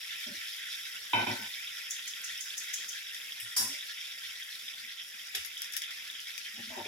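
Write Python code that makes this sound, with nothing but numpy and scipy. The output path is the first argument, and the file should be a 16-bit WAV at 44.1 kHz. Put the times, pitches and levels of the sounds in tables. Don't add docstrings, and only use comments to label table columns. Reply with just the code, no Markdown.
import sys
import numpy as np
from scipy import signal
from scipy.fft import rfft, irfft, next_fast_len
from scipy.io import wavfile
from scipy.ndimage import uniform_filter1d, map_coordinates

SR = 44100
rng = np.random.default_rng(int(sys.argv[2]) if len(sys.argv) > 2 else 0)


def gain_from_db(level_db):
    decades = np.asarray(level_db, float) / 20
    return 10 ** decades


def dump_mix(stems):
    frames = np.atleast_2d(stems).T
    limited = np.clip(frames, -1, 1)
    pcm = np.round(limited * 32767).astype(np.int16)
    wavfile.write(sys.argv[1], SR, pcm)


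N = 302967


def unit(x):
    return x / np.sqrt(np.mean(x ** 2) + 1e-20)


def along(points, hz):
    f, v = np.transpose(points)
    return np.interp(np.log(hz + 1), np.log(f + 1), v)


def wobble(rate):
    knots = rng.standard_normal(int(N * rate / SR) + 4)
    return map_coordinates(knots, [np.arange(N) * rate / SR])


def filtered(x, response):
    n = x.shape[-1]
    m = 2 * next_fast_len(n // 2 + SR // 10, True)
    return irfft(rfft(x, m) * response(np.fft.rfftfreq(m, 1 / SR)), m)[..., :n]


def colour(spectrum):
    def response(hz):
        gain = gain_from_db(along(spectrum, hz))
        cepstrum = irfft(np.log(gain / np.sqrt(np.mean(gain ** 2)) + 1e-6))
        cepstrum[1:len(hz) - 1] *= 2
        cepstrum[len(hz):] = 0
        return np.exp(rfft(cepstrum))
    return response


def patchy(depth_db, channels=2):
    z = signal.stft(rng.standard_normal((channels, N)), nperseg=256)[2]
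    field = uniform_filter1d(rng.standard_normal(z.shape[1:]), size=2, axis=0)
    field = uniform_filter1d(field, size=7, axis=1)
    return unit(signal.istft(z * gain_from_db(depth_db * unit(field)), nperseg=256)[1][:, :N])


def leaned(x, points):
    return filtered(x, lambda hz: gain_from_db(.5 * np.outer([1, -1], along(points, hz))))


# f/Hz, lead/rad
PORT_LEAD = [(0, 2), (600, 1.5), (1030, 3), (1380, 1.16), (1640, 1), (2410, 1), (3190, 0.78), (3530, 1.02),
             (4910, 1), (5430, -6), (7240, -4.5), (8870, -1), (10500, -2.5), (16500, -10.5)]
# f/Hz, level/dB
PORT_LEAN = [(60, -8), (110, 1), (200, -6), (380, 14.5), (700, -1), (1290, 0), (2380, 1), (4400, -1.5),
             (8120, -4), (15000, 17.5)]


def ports(near, far, far_share):
    share = np.clip(far_share, 0, 1)
    lead = lambda hz: np.exp(.5j * np.outer([1, -1], along(PORT_LEAD, hz)))
    both = np.sqrt(1 - share) * filtered(near, lead) + np.sqrt(share) * far
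    return leaned(both, PORT_LEAN)


def tiles(x, t60):
    t = np.arange(SR // 5) / SR
    echo = rng.standard_normal((2, len(t))) * gain_from_db(-60 * t / t60) * (t > .004)
    return signal.fftconvolve(x[None], echo / np.linalg.norm(echo[0]), axes=1)[:, :N]


def strikes(rows, spectrum, crack_s, tail_db, tail_s, gain_db, modes=(), ring_db=0, rise_s=0.00067,
            rough=.1, dull_hz=9000, size=SR // 2):
    first, last = (round(s * SR) - 10 for s in (rows[0][0], rows[-1][0]))
    out = np.zeros((2, N + SR))
    cracks, tails, ring = np.zeros((3, 2, last - first + size))
    t = np.arange(size) / SR
    for s, db, pan_db in rows:
        side = gain_from_db(db + gain_db + np.array([[pan_db], [-pan_db]]) / 2) * (1 - np.exp(-t / rise_s))
        start = round(s * SR) - 10 - first
        at = slice(start, start + size)
        cracks[:, at] += side * gain_from_db(-60 * t / crack_s) * rng.standard_normal((2, size))
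        tails[:, at] += side * gain_from_db(tail_db - 60 * t / tail_s) * rng.standard_normal((2, size))
        for hz, level_db, t60 in modes:
            phase = 7 * rng.random() + np.array([[.7], [-.7]])
            blur = rough * np.cumsum(rng.standard_normal((2, size)), 1)
            decay = gain_from_db(ring_db + level_db + rng.normal(0, 1) - 60 * t / t60)
            ring[:, at] += side * decay * np.sin(2 * np.pi * hz * t + phase + blur)
    noise = cracks + filtered(tails, lambda hz: 1 / (1 + 1j * hz / dull_hz))
    out[:, first:last + size] = filtered(noise, colour(spectrum)) + ring
    return out[:, :N]


# f/Hz, level/dB per Hz
DRONE_SPECTRUM = [(12, -21), (20, -12.5), (169, -20.5), (228, -16.5), (320, -24), (403, -18), (898, -21),
                  (1240, -15.5), (1400, -11), (1820, -31.5), (3080, -120)]


def drone():
    a, b = patchy(4) * gain_from_db(1.5 * wobble(7))
    return gain_from_db(-70.5) * filtered(np.array([a + 0.61 * b, a - 0.36 * b]), colour(DRONE_SPECTRUM))


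# f/Hz, level/dB
CUPBOARD_MODES = [(113, -4), (163, -38), (220, -6), (253, -3), (366, -7.5), (590, -4), (755, -3), (915, -6),
                  (1025, -9)]
# t/s, peak level/dB, favoured f/Hz, duration/s
KNOCKS_ON_COUNTER = [
    (1.136, -36, 180, 0.11),
    (1.268, -36.5, 277, 0.088),
    (3.588, -49, 220, 0.1),
    (6.585, -50, 188, 0.03),
    (6.763, -44, 570, 0.078),
    (6.811, -42, 800, 0.011),
    (6.85, -47, 540, 0.045),
]
# t/s, peak level/dB, f/Hz, duration/s
LIGHT_TOUCHES = [(0.263, -47.5, 244, 0.077), (.264, -56, 622, 0.048), (0.267, -63, 885, .03),
                 (.28, -54, 369, 0.036), (0.304, -51, 197, 0.036), (.305, -56, 600, .045),
                 (.34, -59, 353, 0.028), (.36, -63.5, 80, 0.054), (.37, -67, 260, .025),
                 (3.565, -51, 995, 0.046), (3.57, -54, 700, .03), (3.6, -49.5, 790, .05),
                 (3.605, -43, 1031, 0.072), (3.69, -52, 273, 0.046), (3.73, -61, 370, 0.02),
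                 (6.56, -65, 720, 0.036), (6.7, -48.5, 644, 0.05), (6.7, -50, 896, 0.09),
                 (6.71, -54, 1017, 0.06), (6.75, -42.5, 926, 0.046), (6.77, -44.5, 369, 0.053),
                 (6.765, -48, 630, 0.035), (6.77, -45, 800, 0.035), (6.797, -40, 918, 0.031),
                 (6.8, -45, 588, 0.025), (6.835, -52, 713, .04), (1.391, -48.5, 230, 0.061),
                 (2.31, -65, 72, 0.069), (3.421, -58, 112, 0.07), (3.601, -50, 109.3, 0.089),
                 (4.245, -70, 90, 0.078), (4.831, -63.5, 235, 0.053), (5.341, -55, 763, 0.044),
                 (5.345, -55.5, 413, 0.021), (5.368, -55, 418, 0.017), (5.376, -58, 75, 0.056),
                 (5.457, -73, 79.5, .095), (6.535, -61, 227, .05), (6.575, -49.5, 243.5, 0.051),
                 (6.59, -61, 401, .03), (6.575, -58, 825, 0.052), (6.63, -53, 234, 0.033),
                 (6.672, -50.5, 235, .03), (6.705, -50, 256, .045), (6.852, -48, 450, .02),
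                 (3.71, -60, 602, 0.073), (6.683, -58, 80, 0.041), (6.8, -57, 110, .07)]


def bumps():
    out = np.zeros((2, N + SR))
    reach_db, sag_per_s = 2.5, 0.1
    struck = [(s, db + own_db - reach_db * np.log2(hz / favoured) ** 2, hz, length)
              for s, db, favoured, length in KNOCKS_ON_COUNTER for hz, own_db in CUPBOARD_MODES]
    for s, db, hz, length in [*struck, *LIGHT_TOUCHES]:
        walk = np.cumsum(rng.standard_normal((2, SR // 4)), 1)[:, :round(1.6 * length * SR)]
        t = np.arange(walk.shape[1]) / SR
        rise = 1 - np.exp(-t / (0.094 * length))
        hold = rise * gain_from_db(-5 * t / length) / (1 + (t / length) ** 8)
        low_hz = min(hz, 600)
        drift = 0.035 * np.sqrt(low_hz / 250) * walk - np.pi * sag_per_s * low_hz * t ** 2
        apart = rng.choice([-.75, .75]) * hz / 900 * np.array([[1], [-1]])
        neighbour_hz = hz * rng.uniform(.95, 0.99)
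        pair = np.sin(2 * np.pi * hz * t + drift[0] + apart)
        pair = pair + 0.44 * np.sin(2 * np.pi * neighbour_hz * t + drift[1] - apart)
        out[:, round(s * SR):][:, :len(t)] += gain_from_db(db + np.array([[.8], [-.8]])) * hold * pair
    return out[:, :N]


# t/s, peak level/dB, left-right level/dB
POT_LANDINGS = [
    (1.133, -18, 0),
    (1.269, -26.5, 0),
]
# f/Hz, level/dB per Hz
POT_THUD = [(29, -59), (50, -70), (112, 5), (150, -24), (260, -7.5), (510, -12.5), (831, -3), (920, 4),
            (1250, -20), (1500, 0), (1660, -18), (2400, 2.5), (2760, -21), (3050, 6), (3350, -17),
            (3670, -5), (4200, -12), (6500, -36), (8450, -75), (14300, -120)]
# f/Hz, level/dB, T60/s
POT_MODES = [(899, -5, .8), (946, -10, .4), (970, -4, .2), (1012, -7, .3), (1520, -7, 1.2), (2200, -7, .15),
             (2040, -17, .4), (2318, -12, .45), (2402, -8, .45), (2448, -9, .45), (2617, -4, .35),
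             (3022, -5, .3), (3087, -6, .2), (3695, -7, .4)]


def pot_set_down():
    return strikes(POT_LANDINGS, POT_THUD, crack_s=0.038, tail_db=-5.0, tail_s=1.0, gain_db=-4.0,
                   modes=POT_MODES, ring_db=-5.0, rise_s=0.00046, rough=0.015, dull_hz=1520)


# t/s, peak level/dB, left-right level/dB
SIEVE_TAPS = [
    (1.9075, -22, 0.5),
    (2.077, -28, 0),
    (2.2436, -26.5, 0),
    (2.4078, -25.5, 0),
    (2.578, -23.5, 1),
    (2.7384, -21, 2),
    (2.8886, -25.5, 2),
]
# f/Hz, level/dB per Hz
TAP_SPECTRUM = [(2650, -39), (4500, -9.5), (6340, 5), (8980, -13), (9740, -5), (12300, -14.5), (15200, -14),
                (16100, -18), (16500, -49)]


def sieve_taps():
    taps = strikes(SIEVE_TAPS, TAP_SPECTRUM, crack_s=0.032, tail_db=-8.5, tail_s=0.4, gain_db=-3.5,
                   rise_s=0.0012, size=SR // 4)
    slides = [(s - .009, db - 8, pan_db) for s, db, pan_db in SIEVE_TAPS]
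    return taps + strikes(slides, TAP_SPECTRUM, crack_s=0.12, tail_db=-20, tail_s=.2, gain_db=-4,
                          rise_s=.005, size=SR // 8)


# t/s, peak level/dB, left-right level/dB
GRAZE_CONTACT = [
    (3.3968, -31, 6),
]
# f/Hz, level/dB per Hz
GRAZE_SPECTRUM = [(4120, -29), (7000, -21), (7450, -15), (8150, -7), (8550, -4), (8850, -14), (9400, -7),
                  (10600, -6), (12300, -15), (14300, -6), (16000, -18)]
# f/Hz, level/dB, T60/s
HANDLE_MODES = [(8060, -1, .6), (8360, -2, .5), (9200, -6, .4), (9980, -4, .4), (10400, 0, .5),
                (10700, -5, .4), (11000, -2, .5), (11600, -3, .45), (12500, -6, .3), (14100, -7, .25)]


def sieve_graze():
    return strikes(GRAZE_CONTACT, GRAZE_SPECTRUM, crack_s=0.098, tail_db=-9.0, tail_s=0.5, gain_db=-8.5,
                   modes=HANDLE_MODES, ring_db=-8.0, rise_s=0.005, rough=0.07, dull_hz=8000)


# t/s, peak level/dB, left-right level/dB
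SIEVE_CLASHES = [
    (3.5645, -17, -3),
    (3.5724, -24, -0.5),
]
# f/Hz, level/dB per Hz
CLASH_SPECTRUM = [(350, -39), (600, -22), (1020, -9), (1190, -19), (1730, -6), (2320, -17), (4000, -3.5),
                  (5520, 7), (6020, -12), (6340, -1.5), (8870, -4.5), (9920, -4), (15300, -13),
                  (16200, -29), (16800, -100)]
# f/Hz, level/dB, T60/s
RIM_MODES = [(4770, -1, .35), (5600, -1, .6), (6330, -5, .55), (8300, -10, .37), (9744, -9, .5)]
# t/s, peak level/dB, left-right level/dB
MESH_RATTLE = [
    (3.566, -24, 2),
    (3.5725, -22, 3),
    (3.5825, -25, 0),
    (3.5975, -24.5, 0),
    (3.6015, -24, 4),
    (3.6085, -25, 0),
    (3.6118, -26, 0),
    (3.678, -35, 0),
]
# f/Hz, level/dB per Hz
MESH_CHATTER = [(3000, -40), (5000, -16), (8000, -11), (10500, 0), (13500, -2), (16200, -20), (16800, -60)]
# f/Hz, level/dB, T60/s
MESH_STRANDS = [(9012, -8, .2), (9520, -2, .3), (9744, -3, .35), (10220, 0, .25), (11030, 0, .18),
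                (11840, -4, .2), (13400, -5, .15), (14130, -8, .2)]
# f/Hz, level/dB
CLASH_LEAN = [(60, -1.0), (150, 1.0), (380, 6), (950, 1), (2380, 5), (5980, -0.5), (15000, 10)]


def sieve_clash():
    rim = strikes(SIEVE_CLASHES, CLASH_SPECTRUM, crack_s=0.57, tail_db=1, tail_s=0.61, gain_db=-12.0,
                  modes=RIM_MODES, ring_db=-0.5, rise_s=0.00039, rough=0.051, dull_hz=6000)
    mesh = strikes(MESH_RATTLE, MESH_CHATTER, crack_s=.018, tail_db=-8, tail_s=.12, gain_db=-7,
                   modes=MESH_STRANDS, ring_db=-8.5, rise_s=.0003, rough=0.056, size=SR // 6)
    return leaned(rim + mesh, CLASH_LEAN)


# opening t/s, level/dB, drift/(dB/s), hold/s
GATE_OPENINGS = [
    (1.13, 2, 28, 0.11),
    (1.268, 1.5, -42, 0.07),
    (1.345, -4.5, -1, .13),
    (3.56, 0.5, 29, 0.14),
]


def gate():
    opens, db, drift, stays = np.transpose(GATE_OPENINGS)[:, :, None]
    u = np.arange(N) / SR - opens
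    held_db = db + drift * np.clip(u, 0, stays)
    held_db = held_db + 1500 * np.minimum(u, 0) - 498 * np.maximum(u - stays, 0)
    return gain_from_db(np.maximum(held_db.max(0), -28))


def utensils():
    clash = sieve_clash()
    bright = filtered(clash, lambda hz: hz ** 4 / (hz ** 4 + 1500 ** 4))
    left, right = (clash - bright + pot_set_down()) * gate() + bright
    side = filtered((left - right) / 2, lambda hz: hz ** 2 / (hz ** 2 + 350 ** 2))
    return sieve_taps() + sieve_graze() + (left + right) / 2 + np.array([side, -side])


# t/s, peak level/dB, left-right level/dB
SPOON_NUDGES = [
    (5.3489, -16.5, 0),
    (5.3541, -32, -2),
    (5.3702, -40, 14),
]
# f/Hz, level/dB per Hz
NUDGE_SPECTRUM = [(710, -75), (1330, -6.5), (2850, 1.5), (5450, 0.5), (8930, -12.5), (10400, -3.5),
                  (14300, -13), (16000, -28), (16500, -46)]


def spoon():
    return strikes(SPOON_NUDGES, NUDGE_SPECTRUM, crack_s=0.042, tail_db=-9.5, tail_s=0.36, gain_db=-5.0,
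                   rise_s=0.0017, size=SR // 4)


# t/s, peak level/dB, left-right level/dB
FAT_SPITS = [(0.355, -38, 2), (0.5641, -38, 1), (1.005, -44, -5), (1.785, -39, -2), (2.3765, -42, -3),
             (2.6863, -41, -0.5), (3.003, -44, 6), (3.1467, -33, 2), (4.184, -49, 3), (4.6846, -46, -7),
             (5.2705, -37, 2), (5.449, -30, 7), (5.5774, -36, 7), (5.6194, -27.5, 4), (5.6448, -33, 0),
             (5.7235, -34, 7), (5.7367, -28, 1), (5.7666, -22.5, 2), (5.772, -36, 6), (5.8198, -28.5, 3),
             (5.907, -37, 2), (6.076, -38, 0.0), (6.1115, -36, 2), (6.2022, -36, 3), (6.3786, -30, 8),
             (6.544, -41, 1.0)]
# f/Hz, level/dB per Hz
SPIT_SPECTRUM = [(710, -61), (1200, -33), (1670, -10), (2660, -14), (4570, -8), (5460, -3.5), (7860, -16.5),
                 (11200, -11), (15300, -20), (16800, -31)]
# t/s, peak level/dB, left-right level/dB
FAT_FIZZLES = [
    (2.215, -37, 3),
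    (3.4035, -36, 4),
    (5.3565, -31, 5),
    (5.4585, -32, 6),
    (5.7328, -38, 5),
    (5.7745, -31, 7),
]
# t/s, peak level/dB, left-right level/dB
FAT_SNAPS = [
    (5.6192, -27, 6),
    (5.7665, -19, 7),
    (5.7682, -27, 6),
]
# f/Hz, level/dB per Hz
SNAP_SPECTRUM = [(2500, -27), (6000, -17), (10000, 1), (16000, 1), (17000, -12)]


def spits():
    fat = strikes(FAT_SPITS, SPIT_SPECTRUM, crack_s=0.01, tail_db=-8, tail_s=0.17, gain_db=0.0,
                  rise_s=.0001, size=SR // 8)
    fizz = strikes(FAT_FIZZLES, MESH_CHATTER, crack_s=0.025, tail_db=-12, tail_s=.12, gain_db=-2.5,
                   rise_s=.0004, size=SR // 8)
    snap = strikes(FAT_SNAPS, SNAP_SPECTRUM, crack_s=.004, tail_db=-22, tail_s=.05, gain_db=0,
                   rise_s=.0001, size=SR // 20)
    return fat + fizz + snap


# t/s, peak level/dB, f/Hz
LARGE_BUBBLES = [(0.6255, -43, 2060), (0.7437, -27, 3500), (1.1384, -24, 2380), (1.4925, -37, 3560),
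                 (1.5399, -26, 3480), (1.6724, -24, 3420), (1.8687, -28, 3230), (1.9644, -28, 3500),
                 (2.136, -27.5, 3370), (2.2952, -31, 3400), (2.4828, -29.5, 3430), (2.5047, -26, 3380),
                 (3.1454, -28.5, 3330), (3.321, -23, 3250), (3.8087, -25.5, 3550), (3.8257, -26, 3530),
                 (4.112, -27, 3400), (4.4236, -25.5, 3380), (4.6823, -23.5, 3470), (4.8489, -27.5, 2120),
                 (5.002, -30, 3190), (5.3481, -26, 3460), (5.5702, -25, 3320), (5.8182, -26, 3370),
                 (5.8376, -23.5, 3200), (6.1, -24, 3520), (6.1523, -26, 3200), (6.195, -27, 3100),
                 (6.379, -27.5, 2300), (6.4812, -29, 2030), (.1426, -30, 3140), (.5606, -38, 2130),
                 (1.6352, -33, 2050), (1.9929, -27, 3380), (3.0684, -33, 3290), (3.3074, -33, 3310),
                 (3.5029, -42, 3410), (3.717, -43, 3540), (3.9629, -37, 3540), (3.9823, -31, 3080),
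                 (4.3555, -30, 3470), (4.4902, -34, 3320), (4.6648, -37, 3410), (4.8928, -31.5, 3400),
                 (5.0469, -33, 3330), (5.5513, -37, 3100), (6.2711, -32, 3310), (6.3041, -30, 3300),
                 (6.8274, -31, 3490), (3.399, -31, 2800), (3.408, -29.5, 2870), (3.094, -31, 3320),
                 (3.111, -31, 2680), (3.2, -32, 2500),
                 (0.0756, -33, 3400), (0.2398, -27, 3490), (0.5385, -31, 3280), (0.7022, -38, 3300),
                    (2.158, -30, 3430), (2.541, -28, 3370), (3.2175, -32, 3200), (3.7907, -36, 3400),
                    (4.1214, -31, 3320), (4.5525, -30, 3690), (4.7379, -32, 3480), (5.1007, -38, 3280),
                    (5.3332, -42, 3360), (5.8959, -31, 3300), (6.6931, -32, 3130)]
# t/s, peak level/dB, f/Hz
SMALLER_BUBBLES = [(1.3149, -27, 5230), (1.785, -35, 5470), (2.3765, -25.5, 5340), (3.489, -32, 5100),
                   (3.5523, -30, 5460), (4.1846, -29, 4750), (4.4308, -34, 5850)]


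def pops():
    out, t = np.zeros(N + SR), np.arange(SR // 100) / SR
    half_s = 0.00087
    swell = np.exp(-((t - 1.74 * half_s) / half_s) ** 2)
    for s, db, hz in [*LARGE_BUBBLES, *SMALLER_BUBBLES]:
        packet = swell * np.sin(2 * np.pi * hz * t * (0.941 + 25 * t))
        out[round(s * SR) - 20:][:len(t)] += gain_from_db(db - 2.5) * packet
    return ports(out[:N], tiles(out[:N], .09), far_share=.2)


def bursts(count, size_db, life_s):
    when, size = rng.random((count, 2)).T
    power = gain_from_db(np.minimum(-size_db * np.log(1 - size), 12.5)) ** 2
    train = np.bincount((when * N).astype(int), power, N)
    t = np.arange(SR // 50) / SR
    puff = t / life_s * np.exp(-t / life_s)
    return np.sqrt(np.abs(signal.fftconvolve(train, puff)[:N]))


def bubbles(count, centre_hz, spread, cycles, size_db):
    draw, t = rng.random((count, 3)), np.arange(SR // 120) / SR
    hz = np.clip(centre_hz * np.exp(spread * (2 * draw[:, 1:2] - 1)), 500, 9000)
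    size = gain_from_db(np.minimum(-size_db * np.log(1 - draw[:, 2:]), 10.5)) * np.sqrt(hz / centre_hz)
    u = t * hz / cycles
    ring = size * u * np.exp(-2 * u) * np.sin(2 * np.pi * hz * t * (1 + 0.037 * u))
    at = (draw[:, :1] * N).astype(int) + np.arange(len(t))
    return unit(np.bincount(at.ravel(), ring.ravel(), N + SR)[:N])


# f/Hz, width/Hz, swing/dB
BOWL_RESONANCES = [(1650, 250, .6), (2150, 350, 1.2), (3420, 420, 1.4), (5400, 500, 1.8)]


def waxing(x):
    f, t, z = signal.stft(x, SR, nperseg=256)
    swell_db = 0
    for hz, width, swing_db in BOWL_RESONANCES:
        swing = swing_db * np.interp(t * 34, np.arange(400), rng.standard_normal(400))
        swell_db = swell_db + np.exp(-((f[:, None] - hz) / width) ** 2) * swing
    return signal.istft(z * gain_from_db(swell_db), SR, nperseg=256)[1][:, :N]


# t/s, level/dB
BOIL_LEVEL = [(0.0, -45.5), (0.55, -44), (1.03, -45.5), (1.36, -42.5), (1.64, -46), (2.51, -46),
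              (2.64, -44.5), (3.62, -47), (3.73, -44.5), (4.59, -47), (4.95, -48.5), (5.7, -46), (6.1, -47),
              (6.33, -47), (6.54, -47), (6.87, -46)]
# f/Hz, level/dB per Hz
BOIL_SPECTRUM = [(530, -74), (900, -28.5), (1160, -21.5), (1250, -34), (1340, -8.5), (1450, -13),
                 (1690, -7.5), (1980, -3.5), (2560, -4), (2930, -7), (3470, 1.5), (4290, -10.5),
                 (5500, -3.5), (6170, -13.5), (7500, -16), (9750, -44), (16500, -120)]
# f/Hz, level/dB per Hz
STEAM_SPECTRUM = [(2240, -28), (3800, -11.5), (4240, 2), (4540, -4), (5430, -3), (6290, -10), (8980, -12),
                  (10200, -6.5), (12300, -11), (15500, -26.5), (16200, -23), (16500, -55)]


def simmer():
    t = np.arange(N) / SR
    boil_db = np.interp(t, *np.transpose(BOIL_LEVEL))
    hiss_db = -47.5 + 0.3 * (boil_db - boil_db.mean()) - 0.4 * t
    surge = wobble(6.6)
    boil_gate = unit(.5 + unit(bursts(count=3500, size_db=1.0, life_s=0.00062)))
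    hiss_bursts = unit(bursts(count=5000, size_db=6.5, life_s=0.00055))
    hiss_gate = unit(1.0 + 0.45 * boil_gate + hiss_bursts)
    rings = bubbles(count=4500, centre_hz=2998, spread=0.856, cycles=7.03, size_db=2.5)
    near_boil = patchy(1.5, channels=1)[0] * boil_gate + .6 * rings
    far_boil = patchy(1.5) * np.sqrt(boil_gate) + .65 * tiles(rings, .16)
    boil = ports(near_boil, far_boil, far_share=.55)
    near_steam = patchy(1.7, channels=1)[0] * hiss_gate
    steam = ports(near_steam, patchy(1.7) * np.sqrt(hiss_gate), far_share=.7)
    boil_gain = gain_from_db(boil_db - 0.84 + 0.43 * surge + 1.23 * wobble(30))
    steam_gain = gain_from_db(hiss_db + 0.37 * surge + 1.27 * wobble(14))
    boil = boil_gain * filtered(boil, colour(BOIL_SPECTRUM))
    return waxing(boil + steam_gain * filtered(steam, colour(STEAM_SPECTRUM)))


def scene():
    return drone() + bumps() + utensils() + spoon() + spits() + pops() + simmer()


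def top_cut(x):
    return signal.sosfilt(signal.butter(12, 17000, fs=SR, output="sos"), x)


# f/Hz, width/Hz, depth 0-1
PORT_DIPS = [(4230, 180, .95), (4650, 150, .3), (6110, 120, .45), (9050, 250, .45)]


def record(dry):
    dips = lambda f: np.prod([1 - np.clip(d, 0, .95) / (1 + ((f - c) / w) ** 2) for c, w, d in PORT_DIPS], 0)
    filled = np.clip(.14 + .5 * wobble(19), 0, .8)
    dipped = filled * dry + (1 - filled) * filtered(dry, dips)
    top_hz = 15870
    bass_cut = lambda f: (1j * f / 60) ** 2 / (1 + 1j * f / 60) ** 2
    heard = filtered(dipped, lambda f: bass_cut(f) * (f < top_hz + 1100))
    top = filtered(heard, lambda f: f >= top_hz)
    power = uniform_filter1d(top[0] ** 2, size=120)
    sharp = (power > gain_from_db(-54) ** 2) & (power > 5 * np.roll(power, 130))
    shut = 1 - uniform_filter1d(sharp * 1., size=64)
    return top_cut(heard - top * shut)


dry = scene()
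out = record(dry)
dump_mix(out)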